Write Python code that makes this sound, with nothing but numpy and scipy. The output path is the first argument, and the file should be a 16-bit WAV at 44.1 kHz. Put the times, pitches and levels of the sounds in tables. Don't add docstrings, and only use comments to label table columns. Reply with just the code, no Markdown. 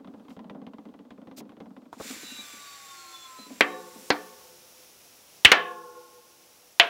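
import sys
import numpy as np
from scipy import signal
from scipy.fft import rfft, irfft
from scipy.io import wavfile
from scipy.ndimage import uniform_filter1d, minimum_filter1d

SR = 44100
rng = np.random.default_rng(int(sys.argv[2]) if len(sys.argv) > 2 else 0)


def pcm_store(signal):
    levels = np.round(np.clip(np.atleast_2d(signal), -1, 1) * 32767)
    wavfile.write(sys.argv[1], SR, levels.astype(np.int16).T)


N = 303849
TIME = np.arange(N) / SR

# [hz, level_db_per_hz]
GARDEN_AIR = [(20, -14.5), (50, -3), (100, -3), (250, -1.5), (500, 1), (1200, -7), (2000, -17.5),
              (3500, -16.5), (6000, -21.5), (10000, -26.5), (16000, -27)]

# [start_s, tick_db, body_thud_db]
LEVER_SLIPS = [(0.046, -41.5, -46), (0.074, -41, -43.5), (0.139, -45.5, -46.5), (0.198, -47.5, -50.5),
               (0.283, -43.5, -47.5), (0.305, -42, -44.5), (0.366, -40, -44), (0.392, -38.5, -41.5),
               (0.443, -44, -45), (0.498, -35.5, -42.5), (0.548, -46, -42), (0.617, -43.5, -44.5),
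               (0.667, -39.5, -42.5), (0.735, -41.5, -44.5), (0.784, -39, -44), (0.854, -44, -43.5),
               (0.94, -45.5, -50), (0.991, -45, -46.5), (1.106, -39, -46), (1.178, -49.5, -46.5),
               (1.272, -43, -46.5), (1.313, -39.5, -44.5), (1.375, -49, -45), (1.404, -39, -43.5),
               (1.493, -41, -48), (1.52, -43, -50.5), (1.603, -35.5, -42.5), (1.658, -44, -46),
               (1.765, -41.5, -44.5)]
# [hz, level_db_per_hz]
TICK_COLOUR = [(200, 3.5), (500, 1), (1000, 5), (1650, -5.5), (2050, -8.5), (2500, -8), (3400, -8.5),
               (4500, -19), (8000, -34.5), (16000, -42)]
# [hz, level_db_per_hz]
BODY_COLOUR = [(40, -30.5), (130, -24.5), (195, 1.5), (275, 4.5), (350, -11.5), (440, -8), (530, -9),
               (700, -15.5), (1100, -23.5), (2000, -41), (5000, -68)]
# [pitch_hz, level_db, t60_s]
BARREL_MODES = [(526, -2.5, 0.11), (792, 3, 0.072), (1012, -2, 0.104), (1277, -11.5, 0.044),
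                (2040, -4.5, 0.056)]
# [start_s, level_db]
LATER_CREAKS = [(1.965, -43.5), (2.044, -41.5), (2.1, -35.5), (2.159, -44), (2.228, -42), (2.315, -42),
                (2.384, -43.5), (2.533, -48.5), (3.386, -43.5), (3.462, -47), (3.502, -37.5), (3.958, -41.5)]
# [start_s, level_db, pitch_hz]
VALVE_KNOCKS = [(1.9288, -33, 960), (2.0000, -35, 810), (2.0045, -32.5, 520)]
CREEP_STEP_S, CREEP_JITTER_S = 0.051, 0.0086
CREEP_TICK_DB, CREEP_THUD_DB, CREEP_SPREAD_DB = -53, -50, 2

# [start_s, peak_s, end_s, level_db, centre_hz]
AIR_LEAKS = [(0.295, 0.292, 0.39, -65, 4700), (1.362, 1.385, 1.414, -44, 4900), (1.6, 1.23, 3.8, -77, 4700),
             (3.8, 4.09, 4.11, -52.5, 7200), (5.7, 4.6, 4.1, -59, 11000)]
# [hz, level_db_per_hz]
JET_COLOUR = [(100, -12.5), (600, -9), (1800, -1.5), (2400, 0.5), (3100, -4.5), (3600, -1.5), (4800, -3),
              (6400, -3.5), (8100, -6), (9100, -11), (12200, -11.5), (15700, -13)]
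# [hz, level_db_per_hz]
TRICKLE_COLOUR = [(100, -6), (600, 0), (1800, -6), (2600, -3), (3300, -3.5), (4600, -4), (5600, 1.5),
                  (7300, -5), (8800, -7), (10600, -3.5), (11500, -6.5), (12050, -2.5), (13600, -9.5),
                  (15700, -4)]
# [first_rush_hz, settled_hz, width_hz, level_re_jet_db]
HOSE_RESONANCES = [(7140, 7480, 300, -8), (8230, 5600, 360, -14.5), (11050, 10750, 460, -17),
                   (13500, 12700, 450, -21.5)]
# [start_s, end_s, pitch_hz, half_width_hz, level_db]
GAP_TONES = [(2.197, 2.4, 2790, 60, -53.5), (2.257, 3.7, 7350, 70, -71), (2.703, 3.4, 6600, 100, -65),
             (3.898, 5.45, 12050, 70.15, -76.5)]
SEEP_S, OPEN_S, SURGE_S, EMPTY_S = 1.93, 2.0, 2.1, 4.81
SEEP_RISE_S, OPENING_S, SURGE_WIDTH_S = 0.03, 0.06, 0.056
SEEP_DB, JET_DB, SURGE_DB, EMPTYING_POWER = -62, -45, 4.5, 1.31
SURGE_FLUTTER_DB = 1.3
FULL_S, SEATED_S = 4.15, 5.5
SEATING_S = 0.1
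TRICKLE_DB, TRICKLE_RISE_DB_PER_S, TRICKLE_FALL_DB_PER_S, SEATED_DB = -51.5, 9, 2, -2
HISS_EDGE_HZ = 15780

# [start_s, end_s, multiple_of_main_whistle, level_db]
EDGE_TONES = [(1.955, 2.883, 1.268, -59.5), (2.06, 2.65, 3, -52), (2.195, 3.72, 1, -51.5),
              (2.21, 2.466, 3.272, -45), (2.322, 2.62, 2, -55.5), (2.453, 3.056, 3.275, -57.5),
              (2.6, 3.4, .717, -63), (2.628, 2.796, 3.98, -55), (2.782, 3.566, 1.274, -55),
              (2.859, 3.3, .322, -64.5), (2.869, 3.35, 3.99, -54), (3.096, 3.32, 3.28, -52),
              (3.366, 3.49, 3.99, -50), (3.648, 3.84, 4, -54.5)]
WHISTLE_HZ, SAG_FROM_S, SAG_HZ_PER_S = 1207, 2.275, 165

# [hz, t60_s]
YARD_DECAY = [(80, 0.11), (250, 0.3), (700, 0.31), (1700, 0.24), (3000, 0.43), (5000, .22), (9000, .16),
              (15000, .12)]
# [hz, level_db]
YARD_COLOUR = [(60, -13.5), (250, 4.5), (1500, 3), (3000, -11.5), (6000, -5), (12000, -11.5)]
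# [pitch_hz, spread_as_share_of_pitch, level_db, t60_s]
WHEEL_MODES = [(177, 0.029, -22.5, 1.), (227, .03, -19.5, 0.78), (343, 0.0098, -20.5, 2),
               (413, 0.028, -14.5, 1.2), (493, 0.036, -14, 1.3), (491.9, .012, -19, 2.7),
               (511, 0.023, -16, 1.5), (718, .025, -7, 0.72), (840, .02, -24.5, .9), (863, 0.028, -18, 1.8),
               (1066, 0.023, -13.5, 1.4), (1127, .025, -6, 0.71), (1420, 0.042, -23.5, 1.8),
               (1505, 0.02483, -22.5, 0.87), (1670, 0.016, -11, 0.33), (1708, 0.023, -4, 0.56),
               (1788, .02, -1.5, 0.36), (2004, .01, -11, 0.27), (2040, .01, -13.5, .35),
               (2290, .012, -6.5, .28), (2590, 0.019, -12.5, 0.46), (3050, 0.011, -7, .33),
               (3190, .015, -14.5, .25), (3640, 0.032, -19.5, 0.47), (3990, .03, -13.5, .16)]
# [start_s, snap_time_constant_s, crack_db, tilt_db_per_octave, bright_hz, hollow_hz, # contrast_db,
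# boom_db, echo_db, spoke_pitch_factor, spokes_db, spoke_tilt_db_per_octave, # note_hz, note_db, note_t60_s]
BEAD_POPS = [(3.6083, 0.0013, 0, -0.6, 2320, 3400, 4.5, -2, -14.5, 1.026, -31.5, -2, 290.8, -31.5, 0.458),
             (4.1034, 0.0024, -1.5, -2, 4180, 2850, 8, 4, -13.5, 1.028, -38, -3, 295, -24, 0.25),
             (5.4485, .0051, 1.5, 2.44, 3050, 640, 7, 44, -9.5, .98, -33.5, 1, 3085, -14, .12),
             (5.5170, .005, 2.5, 0.8, 1613, 310, 1.5, 9.5, -9, 1., -26.5, 1.5, 1077, -34.5, 1.49),
             (6.7978, 0.0021, -0.9, 1.3, 3100, 12000, 7, -16, -9, 0.93, -36, 2, 689, -16.5, 0.23)]
# [hz, level_db_per_hz]
CRACK_COLOUR = [(70, -6.5), (165, 6.5), (300, 18.5), (600, 22), (1120, 21.5), (1670, 25.5), (2280, 26.5),
                (3000, 23.5), (4400, 16), (7400, 3), (12600, -8)]
POP_BANDS = [70, 165, 300, 600, 1120, 1670, 2280, 3000, 4400, 7400, 12600]
BRIGHT_OCTAVES, HOLLOW_OCTAVES, BOOM_HZ = 0.27, 0.5, 150

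EDGE_HZ = 16250


def amp(db):
    return 10 ** (np.asarray(db) / 20)


def unit_rms(x):
    return x / np.sqrt(np.mean(x ** 2) + 1e-20)


def unit_energy(x):
    return x / (np.linalg.norm(x) + 1e-20)


def unit_level(x, size):
    return x / np.sqrt(uniform_filter1d(x ** 2, size).max() + 1e-20)


def read(points, hz):
    f, value = np.transpose(points)
    return np.interp(np.log(hz + 1), np.log(f + 1), value)


def add(mix, s, sound):
    part = mix[max(round(s * SR), 0):][:len(sound)]
    part += sound[:len(part)]


def colour(x, spectrum, size=4096):
    hz = abs(np.fft.fftfreq(size, 1 / SR))
    log_gain = np.log(amp(read(spectrum, hz)))
    taps = np.fft.ifft(np.exp(np.conj(signal.hilbert(log_gain)))).real
    return signal.fftconvolve(x, taps[:size // 2])[:len(x)]


def low_pass(x, hz):
    taps = signal.firwin(401, hz, window=("kaiser", 8), fs=SR)
    return signal.oaconvolve(x, taps, "same")


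def resonate(x, hz, half_width):
    turn = np.exp(2j * np.pi * np.cumsum(hz) / SR)
    r = np.exp(-2 * np.pi * half_width / SR)
    return (turn * signal.lfilter([(1 - r) ** 2], [1, -2 * r, r * r], x / turn)).real


def band_levels(x, centres_hz, reach=1.1):
    hz = np.fft.rfftfreq(len(x), 1 / SR)
    power = abs(rfft(x)) ** 2
    bands = [(hz > c / reach - 5) & (hz < c * reach + 5) for c in centres_hz]
    return np.array([10 * np.log10(power[band].mean()) for band in bands])


def wander(rate_hz):
    hz = np.fft.rfftfreq(N, 1 / SR)
    spectrum = rfft(rng.standard_normal(N)) / (1 + (hz / rate_hz) ** 4)
    return unit_rms(irfft(spectrum, N))


def ramp(start, length):
    return np.clip((TIME - start) / length, 0, 1)


def rattle(t, decay):
    return unit_energy(rng.choice([-1., 1.], len(t)) * np.exp(-t / decay))


def ring(t, hz, t60):
    return np.sin(2 * np.pi * hz * t) * amp(-60 * t / t60)


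def garden():
    air = unit_rms(colour(rng.standard_normal(N), GARDEN_AIR))
    return amp(-67.5 + 1.2 * wander(3.6)) * air


def thud(t, rise=0.0038, decay=0.011):
    impacts = rattle(t, decay) + amp(-2.5) * rattle(t, 0.052)
    return colour((1 - np.exp(-(t / rise) ** 2)) * impacts, BODY_COLOUR)


def slip(t, tick_db, thud_db, barrel_db=-5.0):
    tick = unit_energy(colour(rattle(t, 0.0016) + amp(0.5) * rattle(t, 0.011), TICK_COLOUR))
    barrel = sum(amp(db) * ring(t, hz * rng.uniform(0.94, 1.05), t60) for hz, db, t60 in BARREL_MODES)
    barrel = unit_energy(barrel * (1 - np.exp(-t / 0.00235)))
    tick = tick + amp(barrel_db) * barrel
    return amp(tick_db) * unit_level(tick, size=8) + amp(thud_db) * unit_level(thud(t), size=900)


def creep_times():
    marks = [0] + [row[0] for row in LEVER_SLIPS] + [SEEP_S]
    waits = []
    for a, b in zip(marks, marks[1:]):
        steps = max(round((b - a) / CREEP_STEP_S), 1)
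        waits.append(np.linspace(a, b, steps + 1)[1:-1])
    return np.concatenate([[0], *waits])


def creep():
    out, t = np.zeros(N), np.arange(SR // 5) / SR
    times = creep_times()
    for s, (late, strength) in zip(times, rng.standard_normal((len(times), 2))):
        step = slip(t, CREEP_TICK_DB, CREEP_THUD_DB)
        add(out, s + CREEP_JITTER_S * late, amp(CREEP_SPREAD_DB * strength) * step)
    return out


def knock(t, hz):
    struck = signal.fftconvolve(ring(t, hz, 0.0026), rattle(t, 0.009))[:len(t)]
    shape = [(50, -14), (400, -5.5), (1300, -2.5), (2000, -11), (6000, 2.5)]
    return colour(ring(t, hz, 0.0088) + amp(11) * struck, shape)


def pump():
    out, t = np.zeros(N), np.arange(SR // 5) / SR
    for s, tick_db, thud_db in LEVER_SLIPS:
        add(out, s, slip(t, tick_db, thud_db))
    for s, db in LATER_CREAKS:
        bump = thud(t, rise=0.002, decay=0.012)
        add(out, s, amp(db) * unit_level(bump, size=64))
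    for s, db, hz in VALVE_KNOCKS:
        add(out, s, amp(db) * unit_level(knock(t, hz), size=128))
    return out


def leaks():
    out = np.zeros(N)
    for start, peak, end, db, hz in AIR_LEAKS:
        t = np.arange(start, end, 1 / SR)
        air = colour(rng.standard_normal(len(t)), [(hz / 6, -15), (hz * 1.13, 0), (hz * 2, -9)])
        add(out, start, amp(db) * unit_rms(air) * np.interp(t, [start, peak, end], [0, 1, 0]))
    return out


def surge():
    return np.exp(-((TIME - SURGE_S) / SURGE_WIDTH_S) ** 2)


def jet_gain():
    pressure = 1 - ramp(SURGE_S, EMPTY_S - SURGE_S)
    surge_db = surge() * (SURGE_DB + SURGE_FLUTTER_DB * wander(160))
    seep = amp(SEEP_DB) * ramp(SEEP_S - SEEP_RISE_S / 2, SEEP_RISE_S)
    full_jet = amp(JET_DB + surge_db) * ramp(OPEN_S - OPENING_S / 2, OPENING_S)
    return np.maximum(seep, full_jet) * pressure ** EMPTYING_POWER


def trickle_gain():
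    filling_db = TRICKLE_RISE_DB_PER_S * np.minimum(TIME - FULL_S, 0)
    easing_db = -TRICKLE_FALL_DB_PER_S * (np.clip(TIME, FULL_S, SEATED_S) - FULL_S)
    sealing_db = SEATED_DB * ramp(SEATED_S, SEATING_S)
    return amp(TRICKLE_DB + filling_db + easing_db + sealing_db) * ramp(SEEP_S, OPEN_S - SEEP_S)


def hiss(settle=0.21, flutter_db=0.35, drift_db=0.32):
    jet = unit_rms(colour(rng.standard_normal(N), JET_COLOUR))
    trickle = unit_rms(colour(rng.standard_normal(N), TRICKLE_COLOUR))
    rush = np.exp(-np.maximum(TIME - SURGE_S, 0) / settle)
    for first_hz, last_hz, width, cavity_db in HOSE_RESONANCES:
        pitch = last_hz + (first_hz - last_hz) * rush
        jet = jet + amp(cavity_db) * unit_rms(resonate(rng.standard_normal(N), pitch, width / 2))
    jet = jet_gain() * amp(flutter_db * wander(60)) * unit_rms(jet)
    air = (jet + trickle_gain() * trickle) * amp(drift_db * wander(8))
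    for start, end, hz, half_width, tone_db in GAP_TONES:
        tone = unit_rms(resonate(rng.standard_normal(N), np.full(N, hz), half_width))
        tone = tone[(TIME > start) & (TIME < end)]
        add(air, start, amp(tone_db) * tone * signal.windows.tukey(len(tone), 0.6))
    return air


def whistles(waver=0.0017, fuzz=0.0055, flicker_db=3.0, taper=0.55):
    out = np.zeros(N)
    pitch = WHISTLE_HZ - SAG_HZ_PER_S * np.maximum(TIME - SAG_FROM_S, 0)
    pitch = pitch * (1 + waver * wander(25) + fuzz * wander(273))
    turns = np.cumsum(pitch) / SR
    flicker = amp(flicker_db * wander(22))
    for start, end, multiple, db in EDGE_TONES:
        held = turns[(TIME > start) & (TIME < end)]
        own_flicker = np.roll(flicker, rng.integers(N))[:len(held)]
        swell = signal.windows.tukey(len(held), taper) * own_flicker
        add(out, start, amp(db) * swell * np.sin(2 * np.pi * multiple * held))
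    return out


def yard(t):
    hz, at, z = signal.stft(rng.standard_normal(len(t)), SR, nperseg=256)
    z = z * amp(-60 * at / read(YARD_DECAY, hz)[:, None])
    tail = signal.istft(z, SR, nperseg=256)[1][:len(t)]
    return colour(tail * (1 - np.exp(-t / 0.015)), YARD_COLOUR) * amp(-26)


def wheel(t, tension, tilt_db, neighbours_db=-7.0, count=6):
    out, places = np.zeros(len(t)), np.linspace(-1, 1, count)
    for hz, spread, db, t60 in WHEEL_MODES:
        live = t[t < 1.5 * t60]
        pitches = hz * tension * (1 + spread * (places + rng.uniform(-0.15, 0.15, count)))
        signs = rng.choice([-1, 1], count)
        others = sum(sign * ring(live, f, t60 * 0.94) for sign, f in zip(signs, pitches))
        strength = rng.choice([-1, 1]) * amp(db + tilt_db * np.log2(hz / 1000))
        add(out, 0, strength * (ring(live, hz * tension, t60) + amp(neighbours_db) * others))
    return out * (1 - np.exp(-t / 0.0027))


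def crack_bands(tilt_db, bright_hz, hollow_hz, contrast_db, boom_db):
    hz = np.array(POP_BANDS)
    bright = np.exp(-(np.log2(hz / bright_hz) / BRIGHT_OCTAVES) ** 2)
    hollow = np.exp(-(np.log2(hz / hollow_hz) / HOLLOW_OCTAVES) ** 2)
    tilt = tilt_db * np.log2(hz / 1000)
    boom = boom_db / (1 + (hz / BOOM_HZ) ** 3)
    return read(CRACK_COLOUR, hz) + tilt + contrast_db * (bright - hollow) + boom


def pops():
    out, t = np.zeros(N), np.arange(4 * SR // 3) / SR
    casing_shape = [(60, -5.0), (300, -1.0), (3000, 5.5), (6000, -7.5), (12000, -11.5)]
    for (s, snap, crack_db, *place, echo_db, tension, spokes_db, tilt_db,
         note_hz, note_db, note_t60) in BEAD_POPS:
        bands = crack_db + crack_bands(*place)
        casing = colour(rattle(t, 0.012), casing_shape)
        blow = (rattle(t, snap) + amp(-5.5) * casing) * (1 - np.exp(-t / 0.0002))
        crack = colour(blow, np.transpose([POP_BANDS, bands - band_levels(blow, POP_BANDS)]))
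        echo = colour(yard(t), np.transpose([POP_BANDS, bands]))
        note = ring(t, note_hz, note_t60) * (1 - np.exp(-t / 0.0016))
        add(out, s, crack + amp(echo_db) * echo)
        add(out, s, amp(note_db) * note + amp(spokes_db) * wheel(t, tension, tilt_db))
    return out


def scene():
    air = low_pass(hiss() + leaks(), HISS_EDGE_HZ)
    return (garden() + creep() + pump() + air + whistles() + pops())[None]


def record(dry, low_cut_hz=58, limit_db=4, size=41):
    limit = amp(limit_db)
    needed = limit / np.maximum(abs(dry[0]), limit)
    gain = uniform_filter1d(minimum_filter1d(needed, size), size)
    clipped = np.clip(dry[0] * gain, -1, 1)
    low_cut = signal.butter(2, low_cut_hz, "high", fs=SR)
    return low_pass(signal.lfilter(*low_cut, clipped), EDGE_HZ)[None]


dry = scene()
out = record(dry)
pcm_store(out)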